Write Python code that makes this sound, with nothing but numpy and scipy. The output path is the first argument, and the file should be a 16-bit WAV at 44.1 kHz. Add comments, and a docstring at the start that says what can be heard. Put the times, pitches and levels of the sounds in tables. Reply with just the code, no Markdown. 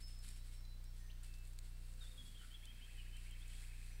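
"""Birds in an evening forest clearing, heard by a trail camera standing in long grass.
Far whistles, flicks, rasps and one low hoot; then one bird pipes a falling run while another
repeats quick upslurs. Trunks scatter the calls; the tree line returns one echo.
Grass rustles in swarms of tiny snaps and ticks on the case, over the camera's hiss
and the low hum of its supply dipping once a frame."""
import sys
import numpy as np
from scipy import signal
from scipy.fft import rfft, irfft
from scipy.io import wavfile

SR = 44100
rng = np.random.default_rng(int(sys.argv[2]) if len(sys.argv) > 2 else 0)


def dump_mix(stems):
    """Bounce the given channels to the path in sys.argv[1] as a 16-bit WAV at rate SR."""
    frames = np.atleast_2d(stems).T  # one column per channel
    limited = np.clip(frames, -1, 1)  # hard clip at full scale
    pcm = np.round(limited * 32767).astype(np.int16)
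    wavfile.write(sys.argv[1], SR, pcm)


N = 176400
TIME_S = np.arange(N) / SR

# held whistles, one low hoot: start_s, length_s, from_hz, to_hz, level_db
WHISTLES = [(.0, 0.11, 5247, 5190, -58.5), (.075, 0.19, 5220, 5150, -68), (.27, 0.11, 5510, 5400, -71),
            (.36, 0.095, 3870, 3980, -71.5), (.455, 0.12, 2195, 2170, -74.5),
            (.51, 0.15, 5470, 5350, -71.5), (.51, 0.1, 4050, 3980, -75), (.59, 0.24, 4020, 4010, -70),
            (.92, 0.29, 6120, 6070, -76), (.98, .13, 1868, 1827, -73), (1.19, 0.36, 2656, 2633, -73),
            (1.4, 1, 2673, 2740, -82.5), (2.55, 0.98, 2650, 2650, -75), (1.75, 0.62, 513.7, 515.4, -81),
            (3.895, 0.09, 5940, 5930, -72)]
# whip-like flicks: start_s, length_s, from_hz, to_hz, level_db
FLICKS = [(.85, 0.027, 5000, 5650, -71), (.878, 0.031, 5680, 5300, -72), (1.083, 0.017, 1965, 2690, -68),
          (1.096, 0.01, 2570, 3220, -59), (1.106, 0.015, 3170, 4700, -64),
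          (2.372, 0.015, 3970, 3040, -63.5), (2.538, 0.019, 3275, 3336, -57),
          (2.63, 0.028, 3220, 3630, -65), (3.403, 0.029, 3070, 3710, -64)]
# falling run of piped notes: start_s, length_s, from_hz, to_hz, level_db
PIPES = [(2.005, 0.035, 3794, 3636, -57), (2.04, 0.043, 3400, 3560, -62), (2.06, 0.071, 3700, 3690, -66),
         (2.173, 0.047, 3344, 3320, -53.5), (2.268, 0.018, 3340, 3325, -68.5),
         (2.343, 0.047, 3150, 3310, -63), (2.388, 0.035, 3110, 2985, -62.5), (2.5, .075, 3060, 3240, -63.5),
         (2.66, 0.061, 2987, 3274, -61), (2.805, 0.055, 3030, 3230, -60), (2.975, 0.045, 3110, 2980, -58.5),
         (3.12, 0.057, 2950, 3146, -63), (3.3, 0.045, 3090, 3145, -62.5), (3.485, 0.11, 3006, 3310, -68)]
# rasping calls: start_s, length_s, level_db
RASPS = [(1.217, 0.03, -77), (2.007, 0.052, -72.5), (2.406, 0.063, -68.5)]
# quick rising notes: start_s, level_db
UPSLURS = [(2.324, -64.5), (2.424, -67), (2.52, -64.5), (2.609, -61), (2.694, -62), (2.785, -62.5),
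           (2.877, -57.5), (2.968, -61), (3.053, -63), (3.15, -60), (3.244, -58.5), (3.335, -61),
           (3.428, -60), (3.519, -62.5), (3.615, -59), (3.705, -60), (3.797, -62), (3.892, -60.5)]
# grass brushing the case: peak_s, rise_s, fall_s, level_db
BRUSHES = [(.01, 0.0087, 0.025, -62.5), (.09, 0.028, 0.094, -66.5), (0.248, 0.023, 0.04, -60.5),
           (.29, 0.02, 0.052, -60.5), (.37, 0.02, 0.032, -64.5), (.48, 0.053, 0.09, -68),
           (.545, 0.033, 0.042, -68), (.97, 0.031, 0.13, -71), (1.237, 0.0033, 0.058, -62.5),
           (1.346, 0.0098, 0.023, -65.5), (1.47, 0.046, 0.12, -71), (1.66, 0.032, .05, -68),
           (1.92, 0.19, 0.085, -70.5), (2.04, 0.057, 0.25, -66), (2.28, 0.087, 0.087, -67),
           (2.44, 0.08, 0.22, -68), (2.97, 0.28, 0.39, -70), (3.25, 0.1, 0.13, -68),
           (3.42, 0.043, 0.065, -69.5), (3.541, 0.069, 0.093, -64), (3.62, 0.058, 0.11, -64),
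           (3.87, 0.14, 0.15, -66.5)]
# rustle spectrum: freq_hz, relative_db
GRASS_SPECTRUM = [(300, -23), (1000, -17), (1500, -6), (3400, -3.5), (4450, -1.5), (6100, -11.5),
                  (7200, -5), (8300, 1), (9300, -5), (10200, -4), (12000, -11.5), (16000, -29)]
# stalks striking the case: start_s, level_db, lower_vs_upper_ring_db
TICKS = [(0.189, -53, -8), (.288, -44.5, -16), (.652, -64, 9.5), (0.841, -54, -2), (1.233, -48.5, -20),
         (1.339, -61, 11), (1.387, -53, -12), (1.452, -55, -4), (1.475, -54, -21), (1.533, -53.5, -10),
         (1.5887, -43, -4.5), (1.938, -56, -4), (2.041, -58, -3), (2.176, -54, -15), (2.655, -47, -7),
         (3.168, -49, -9), (3.311, -51.5, -19), (3.48, -49.5, -15)]
# upper ring of the case: freq_hz, relative_db
UPPER_RING = [(300, -35), (5800, -25.5), (7400, 3.5), (8500, 4.5), (9600, -2), (12500, -10.5), (16000, -22)]
# lower ring of the case: freq_hz, relative_db
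LOWER_RING = [(300, -24), (2600, -5), (3300, -3), (4300, 8.5), (5000, -3), (6000, 0), (16000, -40)]
# camera hiss spectrum: freq_hz, relative_db
HISS_SPECTRUM = [(20, 21.5), (100, 7.5), (200, 11), (300, 7.5), (500, 2.5), (1100, -0.5), (1600, 1.5),
                 (3000, -2), (4400, 0.5), (6200, -5), (8200, -5.5), (11000, -7.5), (16000, -5)]
# low flutter during the hum's lull: freq_hz, relative_db
FLUTTER_SPECTRUM = [(20, -18), (70, 3.5), (170, -4), (250, -6.5), (300, -18.5), (900, -69)]
# camera whine bands: centre_hz, level_db
WHINE_BANDS = [(10400, -87), (13900, -90)]


def amp(db):
    """Decibels to gain."""
    return 10 ** (np.asarray(db) / 20)


def unit(x):
    """Scale to rms 1."""
    return x / np.sqrt(np.mean(x ** 2) + 1e-20)


def add(mix, start_s, sound):
    """Mix a sound in at start_s."""
    part = mix[max(round(start_s * SR), 0):][:len(sound)]
    part += sound[:len(part)]


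def colour(x, spectrum):
    """Minimum-phase filter of unit energy, shaped by (freq_hz, relative_db) points."""
    hz, db = np.transpose(spectrum)
    bins_hz = abs(np.fft.fftfreq(2048, 1 / SR)) + 1
    log_gain = np.log(amp(np.interp(np.log(bins_hz), np.log(hz), db)))
    taps = np.fft.ifft(np.exp(signal.hilbert(log_gain).conj())).real
    return signal.oaconvolve(x, taps / np.linalg.norm(taps))[:len(x)]


def drift(rate_hz, size=N):
    """Smooth random motion, rms 1."""
    lowpass = np.exp(-(np.fft.rfftfreq(size, 1 / SR) / rate_hz) ** 2)
    return unit(irfft(rfft(rng.standard_normal(size)) * lowpass, size))


def gate(from_s, to_s, edge_s):
    """On/off window with linear edges."""
    return np.clip(np.minimum(TIME_S - from_s, to_s - TIME_S) / edge_s + .5, 0, 1)


def note(pitch_hz, level_db, waver, attack_share=0.21, release_share=0.05):
    """Near-pure tone along a pitch curve; waver is a fraction of the pitch."""
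    progress = np.linspace(0, 1, len(pitch_hz))
    ramp = np.clip(np.minimum(progress / attack_share, (1 - progress) / release_share), 0, 1)
    wavering_hz = pitch_hz * (1 + waver * drift(rate_hz=109.4, size=SR)[:len(pitch_hz)])
    return amp(level_db) * np.sin(np.pi / 2 * ramp) ** 2 * np.sin(2 * np.pi * np.cumsum(wavering_hz) / SR)


def glides(table, waver, waver_per_s=0, **edges):
    """Wavering notes, each sliding between two pitches."""
    out = np.zeros(N)
    for start_s, length_s, from_hz, to_hz, level_db in table:
        pitch_hz = np.geomspace(from_hz, to_hz, int(length_s * SR))
        depth = waver + waver_per_s * (start_s - table[0][0])
        add(out, start_s, note(pitch_hz, level_db, depth, **edges))
    return out


def forest(call, tail_db, scatter_db, scatter_s=0.015, t60_s=1, echo_s=0.07, echo_db=-12.5):
    """Near trunks blur a call, far ones scatter it into a tail; the tree line adds one echo."""
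    t = TIME_S[:SR]
    near, far = rng.standard_normal((2, SR)) * (rng.random((2, SR)) < 3000 / SR)  # sparse reflections
    near = near * np.exp(-t / scatter_s)
    far = far * amp(-60 * t / t60_s) * (1 - np.exp(-t / 0.041))
    paths = amp(scatter_db) * near / np.linalg.norm(near) + amp(tail_db) * far / np.linalg.norm(far)
    out = call + signal.fftconvolve(call, paths)[:N]
    add(out, echo_s, amp(echo_db) * call)
    return out / np.sqrt(1 + amp(2 * tail_db) + amp(2 * scatter_db))


def whistles():
    """Far birds hold notes that swell and fade."""
    return glides(WHISTLES, waver=0.005, attack_share=.36, release_share=.42)


def camera_hum(frame_hz=29.97, first_frame_s=0.01387, busy_s=0.01349, loss_db_per_harmonic=5.5):
    """The supply dips and rebounds once a frame; in one brief lull the hum sinks and flutters."""
    dip_rad = 2 * np.pi * frame_hz * (TIME_S - first_frame_s)
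    rebound_rad = dip_rad - 2 * np.pi * frame_hz * busy_s
    hum = np.zeros(N)
    for k in range(1, 13):
        gain = amp(-52.5 - loss_db_per_harmonic * (k - 1))
        hum += gain * (np.cos(k * rebound_rad) - np.cos(k * dip_rad))
    lull = gate(from_s=2.115, to_s=2.935, edge_s=0.022)
    flutter_db = -71.5 + 4 * drift(rate_hz=6.2)
    flutter = amp(flutter_db) * colour(rng.standard_normal(N), FLUTTER_SPECTRUM)
    return hum * amp(-4 * lull) + flutter * lull


def camera_hiss(level_db=-68.5):
    """Steady noise floor of the camera."""
    return amp(level_db) * colour(rng.standard_normal(N), HISS_SPECTRUM)


def grass_rustle(stir_db=-81, snaps_per_s=7000, spread_db=4):
    """Blades rub in short brushes, each a swarm of tiny snaps, over a constant stir."""
    power = np.full(N, amp(2 * stir_db))
    for peak_s, rise_s, fall_s, level_db in BRUSHES:
        t = TIME_S - peak_s
        envelope = np.where(t < 0, np.exp(-(t / rise_s) ** 2), np.exp(-abs(t) / fall_s))
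        power += (amp(level_db) * envelope) ** 2
    signs = rng.choice([-1, 1], N)
    sizes = amp(spread_db * np.minimum(rng.exponential(1, N), 3))
    snaps = signs * sizes * (rng.random(N) < snaps_per_s / SR)
    return colour(unit(snaps) * np.sqrt(power), GRASS_SPECTRUM)


def stalk_ticks(shortest_decay_s=.0012, decay_s_per_db=.0002):
    """One sharp snap per tick rings the case; a gentler touch scrapes on longer."""
    upper, lower, t = np.zeros(N), np.zeros(N), TIME_S[:SR // 50]
    hardest_db = max(row[1] for row in TICKS)
    for start_s, level_db, lower_db in TICKS:
        decay_s = shortest_decay_s + decay_s_per_db * (hardest_db - level_db)
        scrape = .62 * rng.choice([-1, 1], len(t)) * np.exp(-t / decay_s)
        touch = np.where(t == 0, 2.2, scrape)  # snap, then scrape
        tick = amp(level_db) * np.sqrt(shortest_decay_s / decay_s) * touch
        add(upper, start_s, tick)
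        add(lower, start_s, amp(lower_db) * tick)
    return colour(upper, UPPER_RING) + colour(lower, LOWER_RING)


def flicks():
    """Birds whip through very short pitch slides."""
    return glides(FLICKS, waver=0.012)


def rasps(pulse_hz=38):
    """Pulsed puffs through two low throat resonances."""
    out = np.zeros(N)
    for start_s, length_s, level_db in RASPS:
        t = TIME_S[:int(length_s * SR)]
        throat = sum(amp(db) * drift(width_hz)[:len(t)] * np.sin(2 * np.pi * centre_hz * t)
                     for centre_hz, width_hz, db in [(1400, 114, -4.5), (1740, 420, -9)])
        puff = np.sin(np.pi * t / length_s) ** .5
        pulses = 1 - 0.2 * np.cos(2 * np.pi * pulse_hz * t)
        add(out, start_s, amp(level_db) * unit(throat * puff * pulses))
    return out


def piped_run():
    """A bird pipes a falling run, clean at first, wavering more as it goes."""
    return glides(PIPES, waver=0.0034, waver_per_s=0.024)


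def upslurs(length_s=.04, foot_hz=1556, nominal_top_hz=2804, sag_hz_per_s=126, swell_db=7):
    """A bird repeats one rising note, loudest near the top; the top pitch varies and slowly sinks."""
    out = np.zeros(N)
    rise = np.sin(np.pi / 2 * np.linspace(0, 1, int(length_s * SR))) ** 2
    for start_s, level_db in UPSLURS:
        top_hz = nominal_top_hz - sag_hz_per_s * (start_s - UPSLURS[0][0])
        top_hz *= 1 + .03 * rng.uniform(-1.27, 1)
        pitch_hz = foot_hz + (top_hz - foot_hz) * rise
        add(out, start_s, note(pitch_hz, level_db - swell_db * (1 - rise), waver=.025))
    return out


def camera_whine(width_hz=130):
    """Two faint, high noise bands sound briefly."""
    bands = sum(amp(db) * unit(drift(width_hz) * np.sin(2 * np.pi * hz * TIME_S))
                for hz, db in WHINE_BANDS)
    return bands * gate(from_s=2.34, to_s=2.78, edge_s=.06)


def scene():
    """Birds among the trees, grass close by, camera noise; mono."""
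    birds = forest(whistles() + rasps(), tail_db=-6, scatter_db=-13.5)
    birds += forest(flicks(), tail_db=-5, scatter_db=-3)
    birds += forest(piped_run(), tail_db=-7.5, scatter_db=-11)
    birds += forest(upslurs(), tail_db=3, scatter_db=-6)
    grass = grass_rustle() + stalk_ticks()
    camera = camera_hum() + camera_whine() + camera_hiss()
    return (birds + grass + camera)[None]


def record(dry):
    """The camera's band limit."""
    cutoff_hz = 15800
    lowpass = signal.firwin(511, cutoff_hz, window=("kaiser", 9), fs=SR)
    return signal.oaconvolve(dry, lowpass[None], "same")


dry = scene()
out = record(dry)
dump_mix(out)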